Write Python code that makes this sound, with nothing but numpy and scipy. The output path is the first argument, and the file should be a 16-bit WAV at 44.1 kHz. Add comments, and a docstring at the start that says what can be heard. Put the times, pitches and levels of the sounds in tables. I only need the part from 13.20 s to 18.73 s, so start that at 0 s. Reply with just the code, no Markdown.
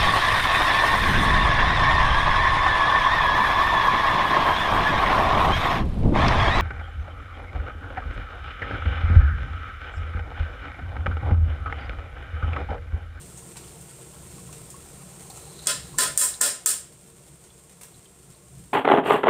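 """In a small kitchen, a steel pot simmers on a gas burner while wet rice slides in from a wire strainer.
The strainer is then knocked five times on the rim: each blow is a burst of noise and a crowd of ringing tones.
Shaped noise makes the burner, low thumps and sizzle, rising sine tones the plops, random clicks the rice and
its scrape. Short bursts of noise make small taps and wet ticks. A small, bright microphone hears it all through
a limiter and a gain control that stays turned down after the knocks."""
import sys
import numpy as np
from scipy import signal
from scipy.io import wavfile
from scipy.ndimage import uniform_filter1d

SR = 44100
rng = np.random.default_rng(int(sys.argv[2]) if len(sys.argv) > 2 else 0)


def unload_audio(sound):
    """Save the sound as a 16-bit wav file, at the path given as the first command line argument."""
    columns = np.transpose(np.atleast_2d(sound))
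    # keep every value between -1 and 1, then stretch to whole-number steps
    steps = np.round(np.clip(columns, -1, 1) * 32767)
    wavfile.write(sys.argv[1], SR, steps.astype(np.int16))


N = 243873
TIME = np.arange(N) / SR  # seconds

# burner flame, its low rumble: (frequency [Hz], level per Hz [dB])
FLAME_SPECTRUM = [(15, -59), (25, -25), (38, -9), (50, -14), (68, 0.5), (95, -13.5), (120, -2.5), (142, 1),
                  (158, -4.5), (182, -2.5), (230, -17), (330, -16.5), (600, -38.5)]
# swells of the low rumble, short or long: gusts of the flame, low thumps, and near 1.26 s the thud of
# landing rice: (time of the peak [s], length [s], rise [dB])
RUMBLE_SWELLS = [(0.303, 0.17, 3.5), (1.26, 0.83, 3), (2.714, 0.74, 5.5), (4.764, 0.1, 5.5),
                 (5.11, 0.15, 3.5), (5.4, 0.25, 8)]
# sizzle at the wall of the pot: (frequency [Hz], level per Hz [dB])
SIZZLE_SPECTRUM = [(150, -21.5), (250, 3), (420, 10.5), (580, 0), (850, -5.5), (1200, -5.5), (1700, -2),
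                   (2800, -2), (4500, -3.5), (6000, -3.5), (8000, -2), (11000, -5), (15500, -10)]
# base levels [dB]: the sizzle before pot and microphone colour it,
# the flame before the microphone and its own swells and flutter
SIZZLE_DB, FLAME_DB = -52.5, -50.5
# bursting bubbles: (time [s], starting pitch [Hz], level [dB])
PLOPS = [(0.963, 1330, -47), (1.183, 1080, -43), (1.291, 1020, -44), (1.542, 1050, -37.5),
         (1.915, 670, -47), (2.1, 730, -36), (2.743, 1000, -37.5), (4.776, 1060, -51)]
# resonances of the air in the pot: (frequency [Hz], width [Hz], level [dB])
POT_AIR = [(347, 18, -2), (461.7, 12.7, 3.5), (700, 87, 0), (1002, 98, 0), (1318, 126, -1)]
# small taps and spits: (time [s], level [dB], low weight [dB], top rattle of the mesh [dB])
TAPS = [(.174, -40, -18, -10), (.358, -51, 12.5, -10), (0.369, -38, 1, -8), (0.612, -44.5, -18, -3),
        (1.327, -42.5, 3, -6), (1.502, -40.5, -16, -6), (2.1, -42, -15, -4), (2.171, -44.5, -11, -10),
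        (4.239, -43.5, 1, -9), (4.495, -46, 5, -4), (4.612, -39, 4, 1), (4.633, -37.5, 2.5, 0)]
# wet ticks of grains and drips: (time [s], pitch [Hz], level [dB])
DRIPS = [(0.439, 2980, -48), (.478, 4380, -48), (2.104, 4200, -43.5), (2.392, 3930, -43), (3.14, 4100, -32),
         (4.303, 3300, -48), (4.743, 4080, -46), (4.856, 3260, -47), (5.147, 4100, -51)]
# colour of the falling grains: (frequency [Hz], level per Hz [dB])
PATTER_SPECTRUM = [(200, -19), (500, -7), (750, 6), (1400, -1), (1900, -8), (2700, 3.5), (3550, -15),
                   (3850, -3), (4200, 4.5), (4800, -6), (6500, 0.5), (15000, -6.5)]
# the rice comes in surges, a first lump, the bulk, the shaken-out rest:
# (time of the peak [s], length [s], level [dB])
RICE_SURGES = [(1.205, 0.98, -63), (2.193, 1, -54), (3.053, 1, -50.5)]
# the last grains scrape down the tipped mesh, a single row:
# (time of the peak [s], length [s], level [dB], pitch [Hz], width [Hz])
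SCRAPE = (2.5, 0.9, -55, 4030, 300)
# blows of the strainer, with light touches and bounces: (time [s], force [dB], low ring of the pot [dB],
# ring of the hoop [dB], top rattle of the mesh [dB], crack [dB], clear modes [dB])
KNOCKS = [(2.458, -26, 9, -1, -17, 0, -12), (2.4703, -9, 3, 5, -9, 10.5, 2),
          (2.78, -20, 6, -2, -42, 10, -10), (2.7852, -3, 5, 3.5, -5, 1.5, 1.5),
          (2.9756, -2, -6.5, -5, -3, 5, -1.5), (3.012, -2, -4.5, -6.5, -6.5, -15, 1),
          (3.2084, -5.5, 3, -16, -47, -4, 0.5), (3.212, 2.5, 0.5, 0, -6.5, 5, -2),
          (3.46, 2, -4, -3, -5.5, 4, -3)]
# ringing tones (modes) of pot and strainer: (frequency [Hz], level as heard through the microphone [dB])
STEEL_MODES = [(581, -10), (649, -11), (1015, -3.5), (1051, -10.5), (1280, -1.5), (1319, -9.5), (1384, -12),
               (1416, -5), (1561, -8), (1728, -7), (1785, -1.5), (1879, -22), (2083, -13), (2534, -9.5),
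               (2739, -8.5), (2989, -9.5), (3374, -4.5), (3949, -1), (4261, -16), (4409, -11), (4492, -5),
               (4706, -7), (4888, -24), (5101, -9), (5385, -1), (7251, 0), (7751, -3), (8041, 2), (8573, 0),
               (9236, 5)]
# the crowd of weaker modes between them: (frequency [Hz], level per Hz [dB])
CLANG_SPECTRUM = [(120, -22), (270, -6), (560, -0.5), (820, -9), (1150, -7), (1700, 0.5), (2400, -4),
                  (3100, 0), (4200, -0.5), (5400, 6), (6050, -1), (7400, 4), (10500, 7), (15500, 4.5)]
# how long the weak modes take to fall by 60 dB: (frequency [Hz], time [s])
CLANG_T60 = [(200, 0.47), (1500, 0.39), (3000, 0.4), (5500, 0.35), (8000, 0.32), (15000, 0.25)]
# the first hard contact of wire and rim: (frequency [Hz], level per Hz [dB])
CRACK_SPECTRUM = [(200, -16), (1500, -8), (3500, -13.5), (5400, 4), (8000, 7), (15500, 4.5)]
# cluster half width (share of pitch, on top of a fixed split), and how far the struck spot shifts a mode [dB]
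MODE_SPREAD, SPOT_DB = .005, 3
# microphone colour, with the split resonance of its port: (frequency [Hz], gain [dB])
MIC_COLOUR = [(20, 1.5), (5000, 1), (6100, 3), (7200, 7.5), (7650, 11.5), (7900, 4.5), (8100, 12.5),
              (8500, 13), (9300, 8.5), (10100, 3.5), (10600, 3.5), (11500, 0.5), (16000, 2)]
EDGE_HZ = 15600  # top of the band that is kept


def gain_of(db):
    """Turns decibels into a gain."""
    return 10 ** (np.asarray(db) / 20)


def evened(x):
    """Scales a sound to an average (rms) level of 1."""
    return x / np.sqrt(np.mean(x ** 2) + 1e-20)


def read(points, hz):
    """Reads between table points, with pitch on a log scale as we hear it."""
    table_hz, value = np.transpose(points)
    return np.interp(np.log(hz + 1), np.log(table_hz + 1), value)


def add(mix, s, sound):
    """Mixes a sound in at time s (seconds)."""
    part = mix[round(s * SR):][:len(sound)]
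    part += sound[:len(part)]


def colour(x, points, size=16384):
    """Gives a sound the listed spectrum, with a filter that never answers before its input."""
    hz = abs(np.fft.fftfreq(size, 1 / SR))
    log_gain = np.log(gain_of(read(points, hz)))
    # the Hilbert transform finds the phase that puts the energy first
    response = np.exp(np.conj(signal.hilbert(log_gain)))
    filter_taps = np.fft.ifft(response).real[:size // 2]
    return signal.fftconvolve(x, filter_taps)[:len(x)]


def resonance(x, hz, width_hz):
    """Picks out the part of a sound that one resonance answers to."""
    b, a = signal.iirpeak(hz, hz / width_hz, SR)
    return signal.lfilter(b, a, x)


def hump(s, length_s):
    """A smooth rise and fall, of height 1 at time s."""
    return np.cos(np.pi * np.clip((TIME - s) / length_s, -.5, .5)) ** 2


def grains(per_s, spread_db):
    """Random clicks of uneven size, like many small separate hits."""
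    size = gain_of(spread_db * np.minimum(rng.exponential(1, N), 4))
    happens = rng.random(N) < per_s / SR
    return evened(happens * rng.choice([-1, 1], N) * size)


def kitchen(x, wet_db, t60=0.1):
    """Adds the short tail of a tiled room: noise that falls by 60 dB in t60 seconds."""
    t = TIME[:SR // 2]
    fade = np.exp(-np.log(1000) * t / t60)
    tail = rng.standard_normal(len(t)) * fade * (t > .003)  # starts after 3 ms
    echo = signal.fftconvolve(x, tail / np.linalg.norm(tail))[:N]
    return x + gain_of(wet_db) * echo


def in_pot(x, direct_db=-1.11):
    """The air in the open pot resonates and lends a hollow note to what happens inside."""
    hollow = sum(gain_of(db) * resonance(x, hz, width_hz) for hz, width_hz, db in POT_AIR)
    return gain_of(direct_db) * (x + hollow)


def burner(flutter_db=0.9):
    """The flame is low noise that flutters under the pot; its swells also stand for thumps and a thud of rice."""
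    swell_db = sum(rise_db * hump(s, length_s) for s, length_s, rise_db in RUMBLE_SWELLS)
    flame = evened(colour(rng.standard_normal(N), FLAME_SPECTRUM))
    flutter = evened(uniform_filter1d(rng.standard_normal(N), size=8000))  # slow random wobble
    return gain_of(FLAME_DB + swell_db + flutter_db * flutter) * flame


def sizzle(crackle_db=-2):
    """Countless tiny bursts of steam: a smooth hiss with crackle in it."""
    crackle = evened(kitchen(grains(500, spread_db=4.5), wet_db=0.0))
    hiss = rng.standard_normal(N)
    return gain_of(SIZZLE_DB) * evened(colour(hiss + gain_of(crackle_db) * crackle, SIZZLE_SPECTRUM))


def plop(hz, cycles, rise=0.043):
    """A bubble rings and dies away over some cycles while its pitch creeps up."""
    turns = hz * TIME[:SR // 12]
    age = turns / cycles
    tone = np.sin(2 * np.pi * turns * (1 + rise * np.tanh(age)))
    return tone * np.exp(-age) * (1 - np.exp(-turns))  # soft start


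def bubbles(small_db=-59.5):
    """A few clear plops over a dense, soft simmer of small bubbles at 20 pitches."""
    clear = np.zeros(N)
    for s, hz, db in PLOPS:
        add(clear, s, gain_of(db) * plop(hz, cycles=3.0))
    simmer = np.zeros(N)
    for hz in np.geomspace(330, 1400, 20):
        bursts = signal.oaconvolve(grains(25, spread_db=1.5), plop(hz, cycles=4))[:N]
        simmer += bursts * hz ** -.2  # higher ones are weaker
    return kitchen(clear + gain_of(small_db) * evened(simmer), wet_db=-4.5)


def taps(tick_s=0.0089):
    """Brief ticks of fading noise, with a strong share of room sound."""
    t, out = TIME[:SR // 20], np.zeros(N)
    for s, db, weight_db, mesh_db in TAPS:
        tick = rng.standard_normal(len(t)) * np.exp(-t / tick_s)
        spot = [(1700, weight_db), (7400, 0), (12000, mesh_db)]
        add(out, s, gain_of(db) * colour(tick, spot))
    return kitchen(out, wet_db=-1.5, t60=0.34)


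def drips(tick_s=0.0051, width_hz=900):
    """A drop or a grain gives a short, roughly pitched tick: a fading narrow band of noise."""
    t, out = TIME[:SR // 20], np.zeros(N)
    for s, hz, db in DRIPS:
        band = resonance(rng.standard_normal(len(t)), hz, width_hz)
        band = resonance(band, hz, width_hz)  # twice, for a clearer pitch
        add(out, s, gain_of(db) * evened(band) * np.exp(-t / tick_s))
    return kitchen(out, wet_db=-5)


def rice(clump_db=3):
    """Wet grains slip over the mesh and land in the pot in clumps."""
    clumps = evened(uniform_filter1d(rng.standard_normal(N), size=1300))
    fall = kitchen(grains(600, spread_db=3) * gain_of(clump_db * clumps), wet_db=0)
    flow = sum(gain_of(db) * hump(s, length_s) for s, length_s, db in RICE_SURGES)
    return flow * evened(colour(fall, PATTER_SPECTRUM))


def scrape():
    """Grains catch on the wires and set the nearly bare mesh ringing."""
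    s, length_s, db, hz, width_hz = SCRAPE
    ring = evened(resonance(grains(900, spread_db=2.5), hz, width_hz))
    return gain_of(db) * hump(s, length_s) * ring


def dying(t60s, count):
    """Noise in which each band dies at its own speed."""
    hz, t, bands = signal.stft(rng.standard_normal(count), SR, nperseg=256)
    bands = bands * 1000. ** (-t / read(t60s, hz)[:, None])
    return signal.istft(bands, SR)[1][:count]


def ringing(t, split_hz=6, t60_at_1khz=0.32, count=6):
    """Each mode is a cluster of close partners that beat, struck differently by every blow; high ones die sooner."""
    hz, db = np.repeat(STEEL_MODES, count, axis=0).T
    db = db + SPOT_DB * np.repeat(rng.uniform(-0.92, 1, len(STEEL_MODES)), count)
    partner = np.tile(np.arange(count), len(STEEL_MODES))
    place = (partner + rng.random(len(hz))) * 2 / count - 1  # -1 to 1 across the cluster
    hz = (hz + (split_hz + MODE_SPREAD * hz) * place)[:, None]
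    t60 = t60_at_1khz * (hz / 1000) ** -.15
    heights = gain_of(db - read(MIC_COLOUR, hz[:, 0]))  # the microphone adds its colour back later
    waves = np.sin(2 * np.pi * (hz * t + rng.random(hz.shape)))
    partials = waves * np.exp(-np.log(1000) * t / t60)
    return np.sqrt(2) * heights @ partials / np.linalg.norm(heights)


def knocks(clang_db=-17.0, modes_db=-19.0, crack_s=0.0048, swell_s=0.0023):
    """Each blow is a hard crack; then the strong modes swell and a crowd of weak ones rattles round the pot."""
    t, crowd, modes = TIME[:SR * 2 // 5], np.zeros(N), np.zeros(N)
    swell = 1 - np.exp(-t / swell_s)
    for s, force_db, weight_db, rim_db, mesh_db, crack_db, free_db in KNOCKS:
        # colour of the place that is hit
        spot = [(1700, weight_db), (2900, rim_db), (4100, rim_db), (7400, 0), (12000, mesh_db)]
        burst = rng.standard_normal(len(t)) * np.exp(-t / crack_s)
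        crack = gain_of(crack_db) * colour(burst, CRACK_SPECTRUM)
        clang = colour(dying(CLANG_T60, len(t)) * swell, CLANG_SPECTRUM)
        add(modes, s, gain_of(force_db + free_db) * colour(ringing(t) * swell, spot))
        add(crowd, s, gain_of(force_db) * colour(clang + crack, spot))
    return gain_of(modes_db) * modes + gain_of(clang_db) * kitchen(crowd, wet_db=-3.5, t60=0.15)


def scene():
    """Everything on the stove, heard from one point."""
    inside = in_pot(sizzle() + bubbles() + rice())
    return (burner() + inside + taps() + drips() + scrape() + knocks())[None]


def held(db, recover_db_per_s):
    """Jumps up with its input and sinks back at a steady rate."""
    fall = TIME * recover_db_per_s
    return np.maximum.accumulate(db + fall) - fall


def record(dry, limit_db=-18.0, slow_limit_db=-24, slow_db_per_s=18):
    """Microphone colour, slow gain control, fast limiter, soft overload, band limit."""
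    x = colour(dry[0], MIC_COLOUR)
    power = signal.lfilter(np.ones(128) / 128, 1, x ** 2)  # average over about 3 ms
    power_db = 10 * np.log10(power + 1e-12)
    # the slow gain creeps down for as long as the sound is loud, and holds there
    loudness = np.clip((power_db - slow_limit_db) / 6, 0, 1)  # full speed from 6 dB above the limit
    slow_db = slow_db_per_s * np.cumsum(loudness) / SR
    # the limiter lets the first milliseconds through, then flattens the ring
    over_db = held(np.maximum(power_db - slow_db - limit_db, 0), recover_db_per_s=273)
    keep = np.exp(-1 / (.002 * SR))  # 2 ms smoothing
    fast_db = signal.lfilter([1 - keep], [1, -keep], over_db)
    x = x / gain_of(slow_db + fast_db)
    x = .5 * np.tanh(x / .5)  # soft overload rounds off the peaks
    low_pass = signal.firwin(511, EDGE_HZ, window=("kaiser", 9), fs=SR)
    return signal.oaconvolve(x, low_pass, "same")[None]


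dry = scene()
out = record(dry)
unload_audio(out)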